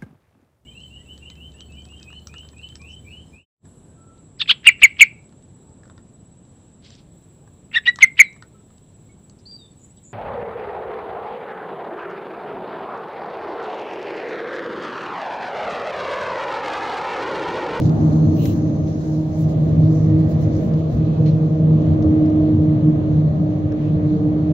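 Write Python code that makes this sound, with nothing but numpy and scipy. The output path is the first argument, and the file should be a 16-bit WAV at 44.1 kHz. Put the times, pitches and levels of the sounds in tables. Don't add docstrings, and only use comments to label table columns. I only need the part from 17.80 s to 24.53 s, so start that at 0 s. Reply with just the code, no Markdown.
import sys
import numpy as np
from scipy import signal
from scipy.fft import rfft, irfft, next_fast_len
from scipy.io import wavfile

SR = 44100
rng = np.random.default_rng(int(sys.argv[2]) if len(sys.argv) > 2 else 0)


def linear_from_db(decibels):
    return 10 ** (np.asarray(decibels, float) / 20)


def master(y):
    cut = np.clip(np.atleast_2d(y).T, -1, 1)
    pcm = np.round(cut * 32767)
    wavfile.write(sys.argv[1], SR, pcm.astype(np.int16))


N = 296793


def rms_one(x):
    return x / np.sqrt(np.mean(x ** 2) + 1e-20)


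def in_time(rows):
    s, *columns = np.transpose(rows)
    return [np.interp(np.arange(N) / SR, s, column) for column in columns]


def at_hz(points, hz):
    table_hz, value = np.transpose(points)
    return np.interp(np.log(hz + 1), np.log(table_hz), value)


def drift(rate_hz):
    pole = np.exp(-80 * np.pi * rate_hz / SR)
    white = rng.standard_normal(N // 40 + 2002)
    slow = signal.lfilter([1], [1, -2 * pole, pole * pole], white)[2000:]
    return np.interp(np.arange(N) / 40, np.arange(len(slow)), rms_one(slow))


def sides(pan_db):
    return np.array([linear_from_db(pan_db / 2), linear_from_db(-pan_db / 2)])


# pitch_hz, likeness (-1 to 1)
LIKENESS = [(60, 1), (130, 0.97), (290, 0.84), (640, 0.28), (1410, -0.46), (3100, 0.042), (6820, -0.13),
            (15000, -0.031)]
# pitch_hz, left_minus_right_db
BALANCE = [(60, -1), (110, 1.5), (200, -0.5), (380, 0), (700, 0.5), (1290, 0.5), (2380, 1), (4400, -5),
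           (8120, 4), (15000, -4)]


def coloured(spectrum, patchy_db, flicker_hz):
    size = next_fast_len(N)
    hz = np.arange(size // 2 + 1) * SR / size
    low, high = spectrum[0][0], spectrum[-1][0]
    alike = np.clip(at_hz(LIKENESS, hz), -0.99, 0.99)
    mid, side = rfft(rng.standard_normal((2, size)))
    both = np.sqrt(1 + alike) * mid + np.sqrt(1 - alike) * side * [[1], [-1]]
    both = both * linear_from_db(at_hz(spectrum, hz)) * (hz > low) * (hz < high)
    both = both * sides(at_hz(BALANCE, hz))
    half_octaves = 2 * np.log2(hz + 1)
    out = 0
    for k in range(int(2 * np.log2(low)), int(2 * np.log2(high)) + 2):
        band_gain = np.clip(1 - np.abs(half_octaves - k), 0, 1)
        band = irfft(both * band_gain, size)[:, :N]
        out = out + band * linear_from_db(patchy_db * drift(flicker_hz))
    return rms_one(out)


# pitch_hz, level_db (per Hz)
PREAMP = [(6000, -7), (8500, -5.5), (12000, 2.5), (15790, 2.5)]


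def preamp_noise():
    return linear_from_db(-78) * coloured(PREAMP, patchy_db=2.0, flicker_hz=8.0)


# time_s, level_db
ONCOMING = [
    (0, -47.5),
    (.1, -37.5),
    (.35, -42.5),
    (.6, -55),
    (.9, -58),
    (1.2, -87),
]
# pitch_hz, level_db (per Hz)
ONCOMING_TONE = [(420, -20.5), (600, -5), (750, 2), (850, 2.5), (1000, -10), (1400, -11), (1800, -21),
                 (2400, -39)]


def oncoming_car():
    level_db, = in_time(ONCOMING)
    return linear_from_db(level_db) * coloured(ONCOMING_TONE, patchy_db=2.0, flicker_hz=3.8)


# time_s, level_db (about the mean)
SHAKE = [(0, 2), (.47, 2.5), (.9, 0), (1.25, -2), (1.5, -4), (1.9, 0.5), (2.4, 0), (2.6, 0), (2.9, 0),
         (3.05, -1.5), (3.4, 0), (3.75, -2), (3.95, 1.5), (4.28, 2), (4.7, 0), (5.2, -0.1), (5.7, -2),
         (6.73, -1)]


def shaken(mean_db, follows):
    shake_db, = in_time(SHAKE)
    return mean_db + follows * shake_db


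def turned():
    start_s, length_s = 1.4, 0.31
    return np.clip((np.arange(N) / SR - start_s) / length_s, 0, 1)


# pitch_hz, level_db (per Hz)
HISS = [(1000, -25.5), (1400, 2.5), (2000, -0.5), (2700, -6), (3600, -6.5), (4300, -8), (5100, -18.5),
        (6500, -13.5), (6900, -18), (7100, -29.5), (8200, -39), (10000, -52.5)]


def hiss():
    level_db = shaken(-55, follows=0.54) + 1.5 * turned()
    return linear_from_db(level_db) * coloured(HISS, patchy_db=1.4, flicker_hz=4.5)


# pitch_hz, level_db (per Hz)
ROAR = [(250, -30.5), (350, -1), (440, -1), (520, -1.5), (635, 0.5), (710, -8.5), (870, -16.5), (1250, -18),
        (1450, -38.5), (2000, -44.5)]


def roar():
    level_db = shaken(-34.5, follows=0.96) + 1.5 * turned()
    return linear_from_db(level_db) * coloured(ROAR, patchy_db=1.0, flicker_hz=5.0)


# pitch_hz, level_db (per Hz)
BOOM = [(150, -29), (185, -17.5), (207, -13), (225, -0.5), (240, -6), (258, -12), (290, -4), (330, -8),
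        (380, -23), (480, -33)]


def boom():
    level_db = shaken(-27, follows=1.98) - 1 * turned()
    return linear_from_db(level_db) * coloured(BOOM, patchy_db=0.1, flicker_hz=1.6)


# middle_s, half_length_s, first_multiple_loss_db,
# second_multiple_loss_db (negative: a swell)
SEAMS = [(0.104, .06, -3, 20), (0.173, 0.072, 10, 14), (0.286, 0.062, 3.5, 11), (0.373, 0.05, -5, 13),
         (0.71, 0.17, 17, 3.5), (1.17, 0.17, 13, 7.5), (1.541, 0.063, 11, 1.5), (2.222, 0.11, 1.5, 9),
         (2.489, 0.041, 6.5, 3), (2.569, 0.14, -3.5, 11), (2.893, 0.082, 2, 11), (3.093, 0.12, 3, 11),
         (3.165, 0.035, 1, 13), (3.35, 0.046, 12, 6), (3.53, 0.09, 3.5, 3.5), (3.687, 0.039, 7, 9.5),
         (4.007, 0.16, -2.5, 1.5), (4.99, .05, 1, 6), (5.22, 0.098, 11.5, 2.5), (5.518, 0.091, 2, 21.5),
         (5.95, 0.03, 12, -1), (6.075, 0.027, 10, -5), (6.618, 0.056, 7, 4.5), (0.847, 0.049, -2.5, -10.5),
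         (1.94, 0.043, 6, -3.5), (3.272, 0.042, 5, 3), (4.29, 0.056, -2, -1.5), (5.08, 0.039, -7, -4.5),
         (6.212, 0.043, 2.5, 2), (6.387, 0.03, 10, 11)]


def seams_db():
    t = np.arange(N) / SR
    loss = np.zeros((2, N))
    for middle_s, length_s, *loss_db in SEAMS:
        crossing = np.clip(1 - np.abs(t - middle_s) / length_s, 0, 1)
        loss += np.outer(loss_db, crossing)
    return loss


# pitch_hz, level_db (per Hz)
RUMBLE = [(22, -37.5), (45, -14.5), (60, -17.5), (75, -11.5), (90, -1.5), (102, 0), (114, 0), (135, -4),
          (165, -0.5), (185, -4.5), (230, -25.5), (300, -53.5)]


def rumble():
    lull_db = 0.14 * seams_db().min(axis=0)
    level_db = shaken(-21.5, follows=0.96) - lull_db
    return linear_from_db(level_db) * coloured(RUMBLE, patchy_db=2.45, flicker_hz=1.1)


# start_s, peak_db, pitch_hz, t60_s
THUMPS = [(0.46, -5.5, 95.7, 0.22), (2.631, -12, 109.6, 0.35), (2.9, -18, 79.7, 0.2),
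          (4.247, -5.5, 86.4, 0.25), (.42, -14, 225.4, 0.48), (2.858, -15.5, 222.3, .3),
          (3.1, -20, 230.4, 0.42), (3.269, -22.5, 227.5, 0.29), (3.849, -17.5, 233.6, 0.34),
          (4.201, -18.5, 218.5, .35), (4.718, -17.5, 236, .4), (3.129, -12.5, 70.6, .3)]


def thumps():
    out, t = np.zeros(N + SR), np.arange(SR) / SR
    for start_s, peak_db, pitch_hz, t60_s in THUMPS:
        i = round(start_s * SR)
        soft_start = 1 - np.exp(-t / 0.024)
        decay = linear_from_db(peak_db + 1.5 - 60 * t / t60_s)
        out[i:i + SR] += decay * soft_start * np.sin(2 * np.pi * pitch_hz * t)
    return out[:N]


# start_s, end_s, pitch_hz,
# width_hz, level_db
SINGING = [(0, 1.23, 6330, 330, -60.5), (.2, 0.88, 4300, 150, -62.5), (0.565, 0.74, 2880, 800, -48),
           (0.581, .74, 4000, 330, -52.5), (0.542, 0.76, 15000, 2200, -50),
           (0.634, 0.678, 11870, 900, -45.5), (1.2, 1.7, 930, 60, -54), (2.102, 2.648, 1884, 200, -59),
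           (3.1, 3.695, 2560, 90, -64), (3.451, 3.509, 4200, 132, -49.5), (5.912, 5.938, 1500, 700, -50),
           (3.455, 3.5, 2100, 900, -54), (5.97, 6.12, 2700, 2000, -57), (5.948, 6.08, 15000, 1500, -78),
           (6.49, 6.52, 15000, 1470, -85.5)]


def singing():
    out = np.zeros((2, N))
    white = rng.standard_normal((2, SR * 2))
    for start_s, end_s, pitch_hz, width_hz, level_db in SINGING:
        i, size = round(start_s * SR), round((end_s - start_s) * SR)
        b, a = signal.iirpeak(pitch_hz, pitch_hz / width_hz, fs=SR)
        once = signal.lfilter(b, a, white[:, i // 8:i // 8 + size])
        tone = signal.lfilter(b, a, once)
        out[:, i:i + size] += linear_from_db(level_db) * rms_one(tone) * np.hanning(size) ** 0.34
    top = signal.ellip(10, 0.5, 60, 15760, fs=SR, output="sos")
    return signal.sosfilt(top, out + 1e-18)


# start_s, peak_db, pitch_hz, t60_s, left_minus_right_db
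TICKS = [(.018, -35, 3600, 0.022, -4), (.042, -41, 4500, .015, 2), (.055, -36.5, 4000, .02, -13),
         (.094, -34, 4300, 0.015, -2), (0.565, -40.5, 3000, .05, -2), (.655, -28, 2010, 0.035, 11),
         (1.071, -50, 4230, 0.25, 1.5), (2.937, -39.5, 3640, 0.026, -6), (3.459, -42.5, 3100, 0.46, -5.5),
         (4.019, -50.5, 6830, 0.024, 1), (4.224, -42, 5500, 0.038, -4), (4.46, -45, 5000, 0.029, 1),
         (4.5, -48.5, 6900, 0.023, -4), (5.922, -35, 1500, 0.009, -3)]


def ticks():
    out, t = np.zeros((2, N + 8192)), np.arange(8192) / SR
    bursts = rng.standard_normal((len(TICKS), 3, len(t)))
    bursts = 0.7 * bursts[:, :1] + 0.84 * bursts[:, 1:]
    broad = signal.butter(2, 1100, "high", fs=SR, output="sos")
    edge = signal.cheby2(8, 45, 8000, fs=SR, output="sos")
    for (start_s, peak_db, pitch_hz, t60_s, pan_db), burst in zip(TICKS, bursts):
        b, a = signal.iirpeak(pitch_hz, 2.5, fs=SR)
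        sound = signal.sosfilt(broad, burst) + 0.8 * signal.lfilter(b, a, burst)
        decay = linear_from_db(peak_db - 3.5 - 60 * t / t60_s)
        i = round(start_s * SR)
        out[:, i:i + len(t)] += sound * decay * sides(pan_db)[:, None]
    return signal.sosfilt(edge, out[:, :N] + 1e-18)


# middle_s, length_s, level_db, left_minus_right_db, fullness_db
STROKES = [(.06, 0.15, -78, 1.5, 14), (0.354, .12, -80, -5, 14), (0.598, .16, -66.5, 0, 1),
           (0.674, 0.13, -51.5, 3, 3), (0.77, .06, -64, -7.5, -0.5), (1.094, .1, -75, 1.5, 6.5),
           (1.31, 0.44, -71, 6, 0.5), (1.55, .2, -71.5, 5, 3), (1.614, .09, -58.5, -2, 1),
           (1.705, 0.067, -66, -3, 5), (1.83, 0.24, -72, 2, -2.5), (2.134, 0.17, -69, 0.5, -0.5),
           (2.4, 0.042, -69, -9, -3), (2.51, .07, -60.5, -8.5, -1.5), (2.62, 0.055, -64, -11, -2),
           (2.76, .09, -72, -8, 2.5), (2.847, 0.15, -67, -8, -3), (2.99, .06, -71, -8, -4),
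           (3.135, 0.11, -69.5, -12, -1.5), (3.5, .25, -87, -9, -4)]
# pitch_hz, level_db (per Hz)
CLOTH_BRIGHT = [(5500, -34), (7000, 0.5), (8400, -13.5), (10000, -9.5), (11800, -7), (13000, -9.5),
                (14500, -5), (15790, -2.5)]
CLOTH_MIDDLE = [(1800, -29.5), (3000, -13), (4100, -2), (5000, -4), (6300, -1), (7000, -8), (7800, -19),
                (9500, -44.5)]


def sleeve():
    t = np.arange(N) / SR
    rub = linear_from_db(-72.5 - 5.5 * t)
    lean, full = 0, 0
    for middle_s, length_s, level_db, pan_db, full_db in STROKES:
        fall = np.minimum((2 * (t - middle_s) / length_s) ** 2, 10)
        stroke = linear_from_db(level_db - 21.5 * fall)
        rub = rub + stroke
        lean = lean + stroke * pan_db
        full = full + stroke * full_db
    bright_db = 20 * np.log10(rub)
    middle_db = -57.5 + 0.24 * (bright_db + 66.5) + full / rub
    moving = np.clip((3.9 - t) / 0.24, 0, 1)
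    grain = linear_from_db(1.0 * drift(60.0))
    bright = linear_from_db(bright_db + 0.2) * coloured(CLOTH_BRIGHT, patchy_db=0.5, flicker_hz=12.0)
    middle = linear_from_db(middle_db) * coloured(CLOTH_MIDDLE, patchy_db=3.0, flicker_hz=6.0)
    return (bright + middle) * grain * moving * sides(lean / rub)


# time_s, grip_db, rear_behind_front (bar spacings, 0-0.5), edge_bite_db
AXLES = [(0, 0, .33, -3.5), (.37, 4.5, 0.31, -3), (.92, -3, 0.32, -9), (1.35, -1, 0.33, -7.5),
         (1.8, -2, 0.28, -6.5), (2.02, 6, 0.3, -3.5), (2.45, 2.5, 0.36, 4), (2.7, -0.6, 0.35, 1),
         (3.1, -1.5, 0.32, 0.5), (3.5, 5.5, 0.28, 0.5), (3.9, 0, 0.32, 2), (4.35, 3, 0.46, 1),
         (5.1, 3.5, 0.37, -4), (5.42, 3.5, .3, -3.5), (5.8, -5, 0.46, -11.5), (6.1, 1.5, 0.27, -2),
         (6.35, -0.4, 0.44, 0), (6.73, 3, 0.35, -4.5)]


def axles_db():
    grip_db, behind, bite_db = in_time(AXLES)
    seam_db = seams_db()
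    levels_db = []
    for k, one_axle_db in enumerate([-19.5, -24.5]):
        rear = 0.76 * np.exp(2j * np.pi * (k + 1) * behind)
        pair_db = 20 * np.log10(np.abs(1 + rear))
        levels_db.append(one_axle_db + grip_db + pair_db - seam_db[k])
    return levels_db + [-39 + bite_db]


# time_s, rate_hz
BARS = [(0, 156), (1, 155.1), (2, 156.9), (3, 157.1), (3.7, 156.2), (4.5, 154.6), (5.4, 153.1), (6, 152.5),
        (6.73, 152.7)]
# multiple, level_db, blur_hz
UPPER_HUM = [(4, -45.5, 17.0), (5, -54, 14.0)]
HUM_PAN = [-0.8, -2, 0.5, 0.95, 0.85]
HUM_LAG = [.1, .2, .3, .4, .6]


def hum():
    rate_hz, = in_time(BARS)
    turns = 2 * np.pi * np.cumsum(rate_hz) / SR
    levels_db = axles_db()
    shakes = [(0.37, 9.0, 2.0), (0.2, 9.7, 1.3), (0.74, 10.0, 3.5)]
    for multiple, level_db, blur_hz in UPPER_HUM:
        levels_db.append(level_db)
        shakes.append((1.4, blur_hz, 3.0))
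    out = 0
    for k, (phase_rad, shake_hz, flutter_db) in enumerate(shakes):
        phase = (k + 1) * turns + phase_rad * drift(shake_hz)
        height = np.sqrt(2) * linear_from_db(levels_db[k] + flutter_db * drift(shake_hz))
        apart = HUM_LAG[k] * (0.5 + drift(0.18)) * np.array([[0.5], [-0.5]])
        out = out + height * np.cos(phase + apart) * sides(HUM_PAN[k])[:, None]
    return out


def scene():
    road = oncoming_car() + hiss() + roar() + boom() + rumble()
    return road + thumps() + singing() + ticks() + sleeve() + linear_from_db(-0.73) * hum()


def roll_off(x):
    return signal.sosfilt(signal.butter(12, 16530, fs=SR, output="sos"), x)


def record(dry):
    limited = 1.577 * np.tanh(dry / 1.408)
    fade = np.clip((N - np.arange(N)) / (0.012 * SR), 0, 1)
    mix = (limited + preamp_noise()) * fade
    return roll_off(mix)


dry = scene()
out = record(dry)
master(out)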